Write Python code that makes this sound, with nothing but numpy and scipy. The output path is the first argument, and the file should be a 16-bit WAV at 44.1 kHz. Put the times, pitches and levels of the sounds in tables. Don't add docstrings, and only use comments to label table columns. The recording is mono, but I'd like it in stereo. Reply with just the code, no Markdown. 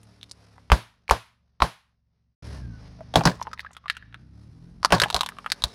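import sys
import numpy as np
from scipy import signal
from scipy.fft import rfft, irfft, next_fast_len
from scipy.io import wavfile
from scipy.ndimage import map_coordinates

SR = 44100
rng = np.random.default_rng(int(sys.argv[2]) if len(sys.argv) > 2 else 0)


def log_audio(samples):
    frames = np.atleast_2d(samples).T
    limited = np.clip(frames, -1, 1)
    pcm = np.round(limited * 32767).astype(np.int16)
    wavfile.write(sys.argv[1], SR, pcm)


def volts_from_decibels(level):
    exponent = np.asarray(level, float) / 20
    return 10 ** exponent


N = 253134

# [t/s, rumble level/dB, hiss level/dB]
CAR_LEVELS = [(0, -59.5, -63.5), (.2, -58.5, -66.5), (.36, -59.5, -61.5), (.65, -59, -66), (.92, -68, -76),
              (1.85, -76, -84), (2.37, -73.5, -89), (2.42, -41.5, -52.5), (2.52, -41, -50.5),
              (2.72, -41, -59.5), (2.78, -47.5, -59.5), (3.4, -51.5, -59), (3.8, -65.5, -74.5),
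              (4.1, -54.5, -72.5), (4.5, -49, -68.5), (4.75, -48, -68.5), (5.74, -54, -53)]
# [t/s, firing rate f/Hz]
FIRING_RATE = [(0, 36.5), (.65, 34.5), (.9, 25), (1.8, 22.5), (2.38, 22.5), (2.41, 38.5), (2.72, 28),
               (2.8, 26), (3.95, 23), (4.2, 30.5), (4.5, 39), (4.75, 43.5), (5.74, 46)]
# [f/Hz, relative level/dB]
EXHAUST_COLOUR = [(25, -25.5), (68, -3.5), (117, -6), (209, -12.5), (285, -15.5), (368, -27.5),
                  (519, -35.5), (1500, -46.5), (3300, -120)]
# [f/Hz, relative level/dB]
HISS_COLOUR = [(200, -52.5), (400, -8), (1900, -18), (3210, -23), (5270, -16.5), (7400, -32), (10100, -24),
               (16000, -51)]
# [t/s, f/Hz, level/dB]
BELT_WHINE = [(2.502, 1942, -63), (2.657, 1600, -63.5), (2.8, 1457, -60.5)]
ROUGH_DB = -8
FIZZ_HZ, FIZZ_DB_PER_HZ, BRISK_HZ = 6700, 0.7, 35
FALLS_SILENT_S, FADE_S, RESUMES_S = 2.345, .02, 2.439

# [t/s, snap level/dB, snap f/Hz]
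GRIT_TICKS = [(.032, -34, 9800), (.23, -23.5, 3724), (3.297, -20.5, 4520), (3.426, -19, 5380),
              (3.605, -20.5, 4440), (3.732, -31.5, 6760), (3.923, -37.5, 4860)]
TICK_SNAP_DB, TICK_HZ = 25.5, 2030
# [t/s, ring level/dB, ring f/Hz, snap over ring level/dB, snap f/Hz]
PLASTIC_CRACKS = [(.313, -21, 4610, 2, 9420), (3.157, -4, 715, 3.5, 3396), (3.17, -13, 570, -1.5, 4190),
                  (3.209, -9.5, 710, -10.5, 2497), (3.254, -6.5, 970, 6.5, 5078),
                  (3.273, -8.5, 1690, -1.5, 4560), (3.532, -22, 1300, -0.5, 5170),
                  (3.594, -20, 1770, -4, 3765), (3.767, -32, 1160, 3.5, 3360), (3.899, -10, 1765, 2, 4074),
                  (3.968, -32, 1440, 6, 2850), (4.144, -24, 1400, -9, 3900), (4.848, 0.5, 1110, 1, 4645),
                  (4.923, -8, 600, 5.5, 2654), (4.949, -15.5, 900, 3.5, 4310), (5, -12.5, 1530, 8.5, 3830),
                  (5.018, -8, 1660, 7, 4524), (5.036, -7, 1600, 1, 3190), (5.102, -17.5, 1050, 6.5, 3590),
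                  (5.1449, -15.5, 734, 13.5, 3930), (5.164, -14, 1030, 9, 4065),
                  (5.209, -10.5, 1085, 7.5, 3760), (5.233, -18.5, 1030, 2, 3100),
                  (5.262, -24.5, 1010, 9, 3440), (5.289, -24.5, 990, 11, 1896),
                  (5.386, -26.5, 1200, -5, 2980), (5.462, -14, 1290, -12, 3040),
                  (5.519, -14, 1560, 11, 4395), (5.639, -19, 1060, 17.5, 3916)]
# [t/s, ring level/dB, ring f/Hz]
CUP_KNOCKS = [(3.007, -28.5, 653), (3.316, -27.5, 1700), (3.415, -17, 972), (3.47, -21.5, 915),
              (3.648, -22.5, 1280), (3.663, -30.5, 1640), (3.708, -38.5, 1050), (3.858, -26.5, 1180),
              (4.025, -37.5, 1670), (5.059, -15, 830), (5.321, -31, 1250)]
KNOCK_SNAP_DB, KNOCK_SNAP_RATIO = -19.5, 3.1
# [t/s, ring level/dB, ring f/Hz, snap over ring level/dB, snap f/Hz, ring width / ring f]
BALLOON_POPS = [(.581, -37, 898, -8, 2016, .4), (.7185, 3.5, 1114, -3.5, 2816, 0.94),
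                (1.0975, -8.5, 2344, -3, 4255, 0.22), (1.11, 1.5, 1073, 5, 542, 0.23),
                (1.6215, 2, 1030, -7, 3862, .3)]
# [t/s, left minus right level/dB]
BLOW_SIDES = [(.72, 3), (3.15, 2), (4.1, 8), (4.8, 2), (5.7, 0)]
# [f/Hz, width f/Hz, relative level/dB]
SNAP_EDGE = [(2300, 9000, -20.5), (10300, 3700, -12.5)]
CUP_DAMPING, BROKEN_DAMPING = .1, .2
SNAP_DAMPING = 0.18

# [f/Hz, time to fall 60 dB t/s before the linger share]
UNDERBODY_FADE = [(100, .08), (500, 0.49), (1000, 0.87), (4000, 0.78), (12000, 0.69)]
# [f/Hz, relative level/dB]
UNDERBODY_COLOUR = [(180, -41.5), (300, -8.5), (725, -13), (3950, -16.5), (7950, -28.5), (10600, -21.5),
                    (16000, -41.5)]

# [t/s, air swing level/dB, crunch level/dB, crumble level/dB, left minus right level/dB]
BIG_THUMPS = [(.719, -4, -18, -11, -5.5), (1.11, -15, -25.5, -10, 6.5), (1.619, -15, -22, -10, 3.5),
              (3.157, -20, -9.5, -7.5, 2.5), (3.254, -20, -8.5, -7.5, 3.5), (4.922, -21, -12, -2.5, 3),
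              (5.017, -31, -23, -13.5, 2), (5.145, -27, -32.5, -18.5, -11.5),
              (5.638, -23.5, -35, -25, -8.5)]
# [f/Hz, width f/Hz, relative level/dB]
WALL_MODES = [(600, 190, -4.5), (1030, 190, -4), (1600, 200, -10), (4660, 1500, -21.5)]
DEBRIS_DB, DEBRIS_T60_S = -10, 0.54

LEAD = 768
EARLY_DB, EARLY_GROWS = -18, 0.86


def unit(x):
    return x / np.sqrt(np.mean(x ** 2) + 1e-20)


def peak(x):
    return x / np.max(abs(x))


def along(points, hz):
    f, v = np.transpose(points)
    return np.interp(np.log(hz + 1), np.log(f + 1), v)


def curves(rows):
    s, *cols = np.transpose(rows)
    return [np.interp(np.arange(N) / SR, s, c) for c in cols]


def wobble(rate):
    points = rng.standard_normal(int(N * rate / SR) + 4)
    return map_coordinates(points, [np.arange(N) * rate / SR])


def filtered(x, response):
    n = x.shape[-1]
    m = next_fast_len(n + 8192)
    return irfft(rfft(x, m) * response(np.fft.rfftfreq(m, 1 / SR)), m)[..., :n]


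def modes(table):
    def response(f):
        total = 0
        for k, (centre, width, db) in enumerate(table):
            resonance = 1j * f * width / (centre * centre - f * f + 1j * f * width)
            total = total + (-1) ** k * volts_from_decibels(db) * resonance
        return total
    return response


def pair(alike, n):
    a, b = rng.standard_normal((2, n))
    turn = np.arccos(np.clip(alike, 0, 1)) / 2
    return np.array([np.cos(turn) * a + np.sin(turn) * b, np.cos(turn) * a - np.sin(turn) * b])


def dull(x):
    return filtered(x, lambda f: 1 / (1 + 1j * f / 7000))


def doubled(x, early_db):
    early = np.pad(x[:, LEAD:], ((0, 0), (0, LEAD)))
    return x + volts_from_decibels(early_db) * dull(early)


def engine_rumble(firing_hz, rumble_db):
    turns = np.cumsum(firing_hz * (1 + 0.006 * wobble(8)) / SR)
    tones = 0
    for k in range(1, 12):
        level_db = along(EXHAUST_COLOUR, k * firing_hz) - k / 2 + 2 * wobble(6)
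        phase = 2 * np.pi * (k * turns + rng.random()) + .03 * k * wobble(25)
        tones = tones + volts_from_decibels(level_db) * np.sin(phase)
    rough = pair(0.72, N) * volts_from_decibels(3.9 * wobble(36))
    rough = unit(filtered(rough, lambda hz: volts_from_decibels(along(EXHAUST_COLOUR, hz))))
    return volts_from_decibels(rumble_db) * (unit(tones) + volts_from_decibels(ROUGH_DB) * rough)


def fan_and_tyre_hiss(firing_hz, hiss_db):
    hiss = unit(filtered(pair(0.11, N), lambda hz: volts_from_decibels(along(HISS_COLOUR, hz))))
    fizz = filtered(hiss, lambda hz: hz > FIZZ_HZ)
    fizz_db = FIZZ_DB_PER_HZ * np.minimum(firing_hz - BRISK_HZ, 0)
    hiss = hiss - fizz * (1 - volts_from_decibels(fizz_db))
    return hiss * volts_from_decibels(hiss_db + 2.1 * wobble(14.0) + 2.3 * wobble(160))


def belt_whine():
    first, last = BELT_WHINE[0], BELT_WHINE[-1]
    fade_in = [(first[0] - .03, first[1], -120)]
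    fade_out = [(last[0] + 0.071, last[1], -120)]
    whine_hz, whine_db = curves(fade_in + list(BELT_WHINE) + fade_out)
    phase = 2 * np.pi * np.cumsum(whine_hz * (1 + .018 * wobble(120))) / SR
    return volts_from_decibels(whine_db + 2.5 * wobble(57)) * np.sin(phase)


def car():
    firing_hz, = curves(FIRING_RATE)
    rumble_db, hiss_db = curves(CAR_LEVELS)
    running = engine_rumble(firing_hz, rumble_db) + fan_and_tyre_hiss(firing_hz, hiss_db) + belt_whine()
    silence_db, = curves([(FALLS_SILENT_S, 0), (FALLS_SILENT_S + FADE_S, -70),
                          (RESUMES_S, -70), (RESUMES_S + .003, 0)])
    return running * volts_from_decibels(silence_db)


def shower(alike, sharpness, t60):
    t = np.arange(SR // 6) / SR
    breaks = pair(alike, len(t)) * np.exp(sharpness * rng.standard_normal(len(t)))
    return volts_from_decibels(-60 * t / t60) * unit(breaks)


def struck_piece(breaks, hz, treble_db, snap_hz, damping, side_db):
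    ring = filtered(breaks, modes([(hz, damping * hz, 0)]))
    ring = filtered(ring, lambda f: (1 + 1j * f / (1.9 * hz)) ** -2 * 1j * f / (hz * 0.53 + 1j * f))
    snap_modes = modes([SNAP_EDGE[0], (snap_hz, SNAP_DAMPING * snap_hz, 0), SNAP_EDGE[1]])
    far = lambda f: (1 + 1j * f * volts_from_decibels(side_db) / 12000) ** -2
    snap = filtered(breaks, lambda f: snap_modes(f) * far(f))
    dry = peak(ring) + volts_from_decibels(treble_db) * peak(snap)
    left_right = np.array([[-1], [1]])
    lag = left_right * side_db * .000008
    return filtered(dry, lambda f: volts_from_decibels(-side_db / 2 * left_right) * np.exp(-2j * np.pi * f * lag))


def underbody(x, length, linger):
    hz, t, z = signal.stft(rng.standard_normal((2, length)), SR, nperseg=256)
    colour_db = along(UNDERBODY_COLOUR, hz)[:, None]
    fade_db = 60 * t / linger / along(UNDERBODY_FADE, hz)[:, None]
    tail = signal.istft(z * volts_from_decibels(colour_db - fade_db), SR, nperseg=256)[1]
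    tail = tail / np.linalg.norm(tail[0])
    return signal.fftconvolve(x[None], tail, axes=1)[:, :length]


def blows(table, after_db, after_t60, own_db, bang_db, linger):
    out, length = np.zeros((2, N + SR)), SR // 3
    for s, db, hz, treble_db, snap_hz, damping in table:
        breaks = volts_from_decibels(after_db) * shower(0.077, 1.107, after_t60)
        breaks[:, 0] = 1
        side_db = np.interp(s, *np.transpose(BLOW_SIDES))
        dry = struck_piece(breaks, hz, treble_db, snap_hz, damping, side_db)
        bang = np.arange(dry.shape[1]) == 0
        blow = np.pad(dry, ((0, 0), (0, length + 60 - dry.shape[1])))
        blow[:, 60:] += underbody(volts_from_decibels(own_db) * dry[0] + volts_from_decibels(bang_db) * bang, length, linger)
        at = round(s * SR)
        out[:, at:at + blow.shape[1]] += volts_from_decibels(db) * blow
        early = at - LEAD
        out[:, early:early + blow.shape[1]] += volts_from_decibels(EARLY_DB + EARLY_GROWS * db) * dull(blow)
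    return out[:, :N]


def cups_and_grit():
    ticks = [(s, db - TICK_SNAP_DB, TICK_HZ, TICK_SNAP_DB, hz) for s, db, hz in GRIT_TICKS]
    knocks = [(s, db, hz, KNOCK_SNAP_DB, KNOCK_SNAP_RATIO * hz) for s, db, hz in CUP_KNOCKS]
    pieces = [(*row, BROKEN_DAMPING) for row in PLASTIC_CRACKS]
    pieces += [(*row, CUP_DAMPING) for row in knocks + ticks]
    return blows(pieces, after_db=-18, after_t60=0.036, own_db=-30.5, bang_db=-24.0, linger=.75)


def balloons():
    return blows(BALLOON_POPS, after_db=-25.0, after_t60=0.031, own_db=-44, bang_db=-0.5, linger=0.45)


def thumps():
    out, t = np.zeros((2, N + SR)), np.arange(SR // 6) / SR
    swing = -np.sin(2 * np.pi * 58 * t) * t / 0.0099 * np.exp(1 - t / 0.0078)
    crunch_modes = modes([(111.5, 13, 2.5), (170, 44, 1.0), (358, 380, -10.5)])
    for s, swing_db, crunch_db, crumble_db, side_db in BIG_THUMPS:
        crunch = filtered(shower(0.98, 0.76, t60=0.17), crunch_modes)
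        crumble = filtered(shower(0.84, 0.35, t60=0.14), modes(WALL_MODES))
        layers = volts_from_decibels(swing_db) * swing + volts_from_decibels(crunch_db) * peak(crunch) + volts_from_decibels(crumble_db) * peak(crumble)
        if s > RESUMES_S:
            debris = filtered(shower(0.45, 1.8, DEBRIS_T60_S), modes([(4500, 3000, 0), SNAP_EDGE[1]]))
            closing_fade = np.cos(np.pi / 2 * t / t[-1])
            layers = layers + volts_from_decibels(crumble_db + DEBRIS_DB) * peak(debris) * closing_fade
        at = round(s * SR)
        out[:, at:at + len(t)] += volts_from_decibels(side_db / 2 * np.array([[1], [-1]])) * layers
    return out[:, :N]


def scene():
    running = doubled(car(), early_db=-1.0)
    return running + cups_and_grit() + balloons() + doubled(thumps(), EARLY_DB)


def low_pass(x):
    return signal.sosfilt(signal.butter(12, 16520, fs=SR, output="sos"), x)


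def record(dry):
    heard = filtered(dry, lambda hz: (1 + 1j * hz / 15000) ** -2)
    clipped = heard / (1 + abs(heard) ** 8) ** (1 / 8)
    return low_pass(clipped)


dry = scene()
out = record(dry)
log_audio(out)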